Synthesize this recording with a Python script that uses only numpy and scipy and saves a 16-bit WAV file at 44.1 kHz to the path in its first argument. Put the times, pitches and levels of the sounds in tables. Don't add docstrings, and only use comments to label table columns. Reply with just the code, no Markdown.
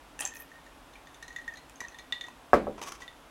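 import sys
import numpy as np
from scipy import signal
from scipy.fft import rfft, irfft
from scipy.io import wavfile
from scipy.ndimage import uniform_filter1d

SR = 44100
rng = np.random.default_rng(int(sys.argv[2]) if len(sys.argv) > 2 else 0)


def output_pcm(signal):
    pcm = np.clip(np.atleast_2d(signal).T, -1, 1) * 32767
    wavfile.write(sys.argv[1], SR, np.round(pcm).astype(np.int16))


N = 145530


# pitch_hz, level_db (per Hz)
AIR_COLOUR = [(12, -44), (20, -13.5), (48, 2.5), (63, -5.5), (86, -14), (163, -9), (204, -16), (270, -2.5),
              (399, -13.5), (434, -10.5), (923, -8), (2080, -17), (3530, -19.5), (4180, -24.5),
              (10500, -30.5), (11400, -34), (16000, -37)]
AIR_DB = -54
WHINE_HZ, WHINE_WIDTH_HZ, WHINE_DB = 11250, 110, -78.5

# pitch_hz, t60_s
ROOM_DECAY = [(60, 0.99), (250, 0.2), (600, 0.23), (1500, 0.25), (4000, .24), (9000, 0.17), (15000, 0.13)]
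# delay_s, gain (plain factor)
FIRST_ECHOES = [(.0054, 0.29), (.0088, 0.29), (0.0119, .1), (0.0285, 0.042)]
ROOM_ONSET_S = 0.0045
ICE_WET_DB, SMACK_WET_DB, SCRAPE_WET_DB, FIZZ_WET_DB = -8, -8, -7, -5

# start_s, length_s, level_db, tilt_db_per_octave (above 1 kHz)
SCRAPE_RUNS = [(2.779, 0.019, -45.5, -4), (2.815, 0.0056, -36.5, -1.5), (2.8233, 0.017, -40, 0.5),
               (2.86, .013, -47.5, 1.5), (2.872, 0.0224, -41, 1), (2.92, 0.0054, -38, 0.5),
               (2.949, 0.013, -53.5, 1), (3.002, 0.039, -50.5, 0)]
# pitch_hz, level_db
SCRAPE_COLOUR = [(150, -2.5), (700, 6.5), (1130, 13), (1600, 1.5), (3000, 1), (4200, -6.5), (6200, 1),
                 (8000, -9.5), (10500, -11), (15000, -20.5)]
SLIPS_PER_S, SLIP_SPREAD_DB = 3000, 3

# start_s, length_s, level_db, centre_hz, width_octaves
FIZZ_RUNS = [(0.2, 0.015, -39, 9130, 0.26), (0.226, 0.053, -54, 8400, 0.48), (0.2, 0.06, -48.5, 890, 0.62),
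             (0.22, 0.046, -50.5, 2950, 0.34), (.275, .17, -55.5, 1830, 0.02),
             (.335, 0.057, -56, 12600, 0.66), (0.4, 0.0098, -47, 12700, 0.13),
             (0.39, 0.028, -59, 10000, 0.45)]
FIZZ_PER_S, FIZZ_SPREAD_DB = 1800, 7.5

# start_s, pitch_hz, t60_s, level_db, hollow_db
WET_SMACKS = [(.1917, 9400, 0.0064, -43, -35), (0.2059, 2460, .008, -37, -32.5),
              (0.2084, 6900, 0.0039, -25.5, -66), (0.209, 9400, 0.0036, -19, -45),
              (0.22, 3150, 0.017, -37.5, -45), (.224, 890, 0.013, -43, -43), (.241, 776, 0.06, -43, -52),
              (0.2521, 6270, 0.0098, -26, -42.5), (0.252, 7460, 0.0097, -27.5, -58),
              (.262, 1760, .01, -38, -53), (0.2752, 6500, .006, -29, -43.5),
              (0.338, 6370, 0.0016, -43, -46.5), (0.356, 6300, 0.0016, -40, -44),
              (.369, 6240, 0.0044, -41, -46), (0.421, 12100, .02, -48, -50.5),
              (0.955, 2350, .03, -45.5, -63), (1.697, 8000, 0.00043, -35.5, -53.5),
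              (1.758, 6400, 0.011, -47.5, -62), (1.815, 1020, 0.0091, -35, -58),
              (1.884, 6300, 0.011, -48, -47), (2.2843, 1010, 0.011, -39.5, -47)]
# pitch_hz, level_db, t60_s
HOLLOW_TONES = [(1045, -14, 0.041), (1878, 1, 0.032), (2350, -16.5, 0.036), (2580, -1.5, 0.042),
                (3200, -24, 0.036)]
SMACK_ROUGHNESS = 0.51
SNAP_DB, SNAP_T60_S = 2, 0.0095

# start_s, rim_hz, rim_db, wall_db, upper_wall_db, tick_db
ICE_TAPS = [(0.516, 1836, -55.5, -83, -81, -72), (0.5557, 1850, -60, -78, -87, -74),
            (0.664, 1830, -61, -78, -83, -69), (0.936, 1820, -69, -64, -64.5, -72),
            (1.0708, 1850, -58.5, -62, -68, -67), (1.1446, 1840, -67, -60, -69, -63.5),
            (1.2263, 1840, -49.5, -57, -56, -54.5), (1.2803, 1885, -54, -74, -57.5, -58.5),
            (1.3048, 1882, -53, -72, -75, -72), (1.327, 1970, -68, -73, -65, -66),
            (1.3621, 1917, -41.5, -52, -58, -55.5), (1.386, 1883, -50, -74, -70, -66),
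            (1.4147, 1867, -55.5, -74, -67, -69), (1.443, 1920, -60, -75, -68, -73),
            (1.4786, 1860, -40, -58.5, -67, -57.5), (1.537, 1820, -52.5, -87, -81, -61),
            (1.557, 1890, -71, -76, -57, -70), (1.572, 1970, -60, -74, -52.5, -60),
            (1.8047, 1933, -44, -77, -59, -48), (1.8387, 1850, -50.5, -66, -67, -68),
            (1.849, 1860, -52.5, -68, -59, -68), (1.9213, 1930, -63, -76, -63, -75),
            (1.9445, 1845, -55, -60, -66, -69), (1.987, 1938, -56, -57, -64, -58),
            (1.995, 1910, -56, -58, -55.5, -72), (2.1241, 1932, -39.5, -31.5, -47, -54),
            (2.2109, 1916, -48, -40, -55, -57.5), (2.2401, 1896, -50, -52, -75, -67),
            (2.267, 1960, -60, -63, -70, -65), (3.02, 1950, -50, -58, -63, -63),
            (3.079, 1948, -52, -48.5, -65, -68)]
RIM_DB, RIM_T60_S, RIM_RISE_S = 14.5, 0.058, 0.001
# pitch_hz, level_db, t60_s
WALL_TONES = [(2450, -21, 0.048), (2940, 0, 0.022), (3583, 10, 0.047)]
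# pitch_hz, level_db, t60_s
UPPER_WALL_TONES = [(3820, 2.5, 0.062), (4130, -6, 0.083), (4140, 0.5, 0.1)]
# pitch_hz, level_db, t60_s
TICK_TONES = [(2287, 1.5, 0.075), (6160, 6, 0.032), (6110, 0, 0.021), (6560, 3.5, 0.036), (7000, -3, 0.031),
              (8890, -27, 0.036), (10550, -13.5, 0.04), (12330, -11, .035)]
# pitch_hz, level_db
CONTACT_COLOUR = [(300, -17), (1200, -7), (2500, 5.5), (4800, -2), (6400, 9.5), (8800, -8), (10800, -0.5),
                  (13000, -20), (16000, -24)]
CONTACT_DB, CONTACT_T60_S = 10.5, 0.037

# start_s, level_db, dulling_db_per_octave (above 800 Hz),
# ring_db (table and room), damping_db_per_s (added to their own fading)
MUG_KNOCKS = [(2.5323, 1, -0.5, -0.5, 3), (2.6683, -17.5, -14.5, 4, 55)]
# pitch_hz, level_db
BLOW_COLOUR = [(40, -42), (150, -29), (260, -8), (500, -2), (713, 4), (950, -6), (1120, 0), (1450, -12),
               (1620, -2), (1900, -23), (2600, -26), (3300, -54), (6000, -47), (15000, -68)]
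BLOW_DB = 26.5
BEND_S = 0.000525
# pitch_hz, level_db, t60_s
TABLE_TONES = [(63, -31.5, 0.21), (102, -62, 0.22), (212.2, -33, 0.54), (320, -40, 0.19),
               (434, -20.5, 0.17), (507, -21.5, 0.19), (576, -22.5, 0.23), (698.6, -28, .14),
               (780, -37, 0.4), (960, -38, 0.082), (1150, -22.5, 0.14), (1297, -15, 0.063),
               (5170, -38.5, 0.094)]
TABLE_DB = 1
# pitch_hz, level_db
BOOM_COLOUR = [(40, -16), (150, -12), (280, 4), (600, 2.5), (1100, -8), (1600, -12.5), (2200, -15.5),
               (3200, -27), (4300, -27.5), (5300, -30.5), (8000, -34), (15000, -39)]
BOOM_DB = 21

EDGE_HZ = 15950

T = np.arange(SR // 2) / SR
HZ = np.fft.rfftfreq(4096, 1 / SR)


def amp(db):
    return 10 ** (np.asarray(db) / 20)


def unit(x):
    return x / np.sqrt(np.mean(x ** 2) + 1e-20)


def read(points, hz):
    f, value = np.transpose(points)
    return np.interp(np.log(hz + 1), np.log(f + 1), value)


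def add(mix, start_s, sound):
    part = mix[round(start_s * SR):][:len(sound)]
    part += sound[:len(part)]


def noise():
    return rng.standard_normal(len(T))


def fade(t60_s):
    return np.exp(-np.log(1000) * T / t60_s)


def ring(tones, detune=0.):
    out = np.zeros(len(T))
    for pitch_hz, level_db, t60_s in tones:
        actual_hz = pitch_hz * (1 + detune * rng.standard_normal())
        out += amp(level_db) * fade(t60_s) * np.sin(2 * np.pi * actual_hz * T)
    return out


def pulse(colour_db):
    cepstrum = irfft(colour_db * np.log(10) / 20)
    half = len(cepstrum) // 2
    cepstrum[1:half] *= 2
    cepstrum[half + 1:] = 0
    return irfft(np.exp(rfft(cepstrum)))


def through(x, response):
    return signal.fftconvolve(x, response)[:len(x)]


def tail():
    hz, frame_s, bands = signal.stft(rng.choice([-1., 1.], len(T)), SR, nperseg=256)
    decay = np.exp(-np.log(1000) * frame_s / read(ROOM_DECAY, hz)[:, None])
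    x = signal.istft(bands * decay, SR)[1][:len(T)]
    x *= 1 - np.exp(-(T / ROOM_ONSET_S) ** 4)
    return x / np.linalg.norm(x)


def in_room(x, wet_db):
    return x + amp(wet_db) * through(x, tail())


def crackle(length_s, clicks_per_s, spread_db, colour_db):
    happens = rng.random(len(T)) < clicks_per_s / SR
    size = amp(spread_db * noise())
    sign = rng.choice([-1., 1.], len(T))
    outline = abs(np.sin(np.pi * T / length_s)) ** 0.1 * (T < length_s)
    x = through(happens * size * sign * outline, pulse(colour_db))
    return x * np.sqrt(length_s * SR) / (np.linalg.norm(x) + 1e-12)


def room_tone():
    hz = np.fft.rfftfreq(N, 1 / SR)
    air = irfft(rfft(rng.standard_normal(N)) * amp(read(AIR_COLOUR, hz)), N)
    whine_shape = 1 / (1 + ((hz - WHINE_HZ) / WHINE_WIDTH_HZ) ** 2)
    whine = irfft(rfft(rng.standard_normal(N)) * whine_shape, N)
    return amp(AIR_DB) * unit(air) + amp(WHINE_DB) * unit(whine)


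def scrapes():
    out = np.zeros(N)
    for start_s, length_s, level_db, tilt_db in SCRAPE_RUNS:
        octaves_up = np.log2(np.maximum(HZ / 1000, 1))
        colour_db = read(SCRAPE_COLOUR, HZ) + tilt_db * octaves_up
        run = crackle(length_s, SLIPS_PER_S, SLIP_SPREAD_DB, colour_db)
        add(out, start_s, amp(level_db) * run)
    return in_room(out, SCRAPE_WET_DB)


def fizz():
    out = np.zeros(N)
    for start_s, length_s, level_db, centre_hz, width_octaves in FIZZ_RUNS:
        octaves_away = np.log2((HZ + 1) / centre_hz)
        colour_db = -20 * np.log10(1 + (octaves_away / width_octaves) ** 2)
        run = crackle(length_s, FIZZ_PER_S, FIZZ_SPREAD_DB, colour_db)
        add(out, start_s, amp(level_db) * run)
    return in_room(out, FIZZ_WET_DB)


def smacks():
    out = np.zeros(N)
    for start_s, pitch_hz, t60_s, level_db, hollow_db in WET_SMACKS:
        flutter = 1 + SMACK_ROUGHNESS * unit(uniform_filter1d(noise(), size=30))
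        swell = np.sqrt(T) * fade(t60_s)
        swell /= swell.max()
        pop = amp(level_db) * swell * flutter * np.sin(2 * np.pi * pitch_hz * T)
        snap = through(fade(SNAP_T60_S) * noise(), pulse(SNAP_DB + read(CONTACT_COLOUR, HZ)))
        hollow = ring(HOLLOW_TONES, detune=0.031)
        add(out, start_s, in_room(pop + amp(hollow_db) * (hollow + snap), SMACK_WET_DB))
    return out


def ice():
    out = np.zeros(N)
    for start_s, rim_hz, rim_db, wall_db, upper_wall_db, tick_db in ICE_TAPS:
        rim = ring([(rim_hz, RIM_DB + rim_db, RIM_T60_S)])
        rim *= 1 - np.exp(-T / RIM_RISE_S)
        wall = amp(wall_db) * ring(WALL_TONES)
        upper_wall = amp(upper_wall_db) * ring(UPPER_WALL_TONES, detune=0.0058)
        grit = through(fade(CONTACT_T60_S) * noise(), pulse(CONTACT_DB + read(CONTACT_COLOUR, HZ)))
        tick = amp(tick_db) * (ring(TICK_TONES, detune=0.014) + grit)
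        add(out, start_s, in_room(rim + wall + upper_wall + tick, ICE_WET_DB))
    return out


def knocks():
    out = np.zeros(N)
    for start_s, level_db, dulling_db, ring_db, damping_db in MUG_KNOCKS:
        softness = pulse(level_db + dulling_db * np.log2(np.maximum(HZ / 800, 1)))
        bending = np.exp(-4j * np.pi * BEND_S * np.sqrt(HZ * 1000))
        impact = pulse(BLOW_DB + read(BLOW_COLOUR, HZ))
        blow = through(irfft(rfft(impact) * bending), softness)
        add(out, start_s, -blow)
        for delay_s, gain in FIRST_ECHOES:
            add(out, start_s + delay_s, -gain * blow)
        table = amp(TABLE_DB) * ring(TABLE_TONES) * (1 - np.exp(-(T / ROOM_ONSET_S) ** 2))
        boom = through(tail(), pulse(BOOM_DB + read(BOOM_COLOUR, HZ)))
        add(out, start_s, amp(ring_db - damping_db * T) * through(table + boom, softness))
    return out


def scene():
    mix = room_tone() + scrapes() + fizz() + smacks() + ice() + knocks()
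    return mix * amp([[-.1], [.1]])


def record(dry):
    low_pass = signal.firwin(511, EDGE_HZ, window=("kaiser", 9), fs=SR)
    return signal.oaconvolve(dry, low_pass[None], "same")


dry = scene()
out = record(dry)
output_pcm(out)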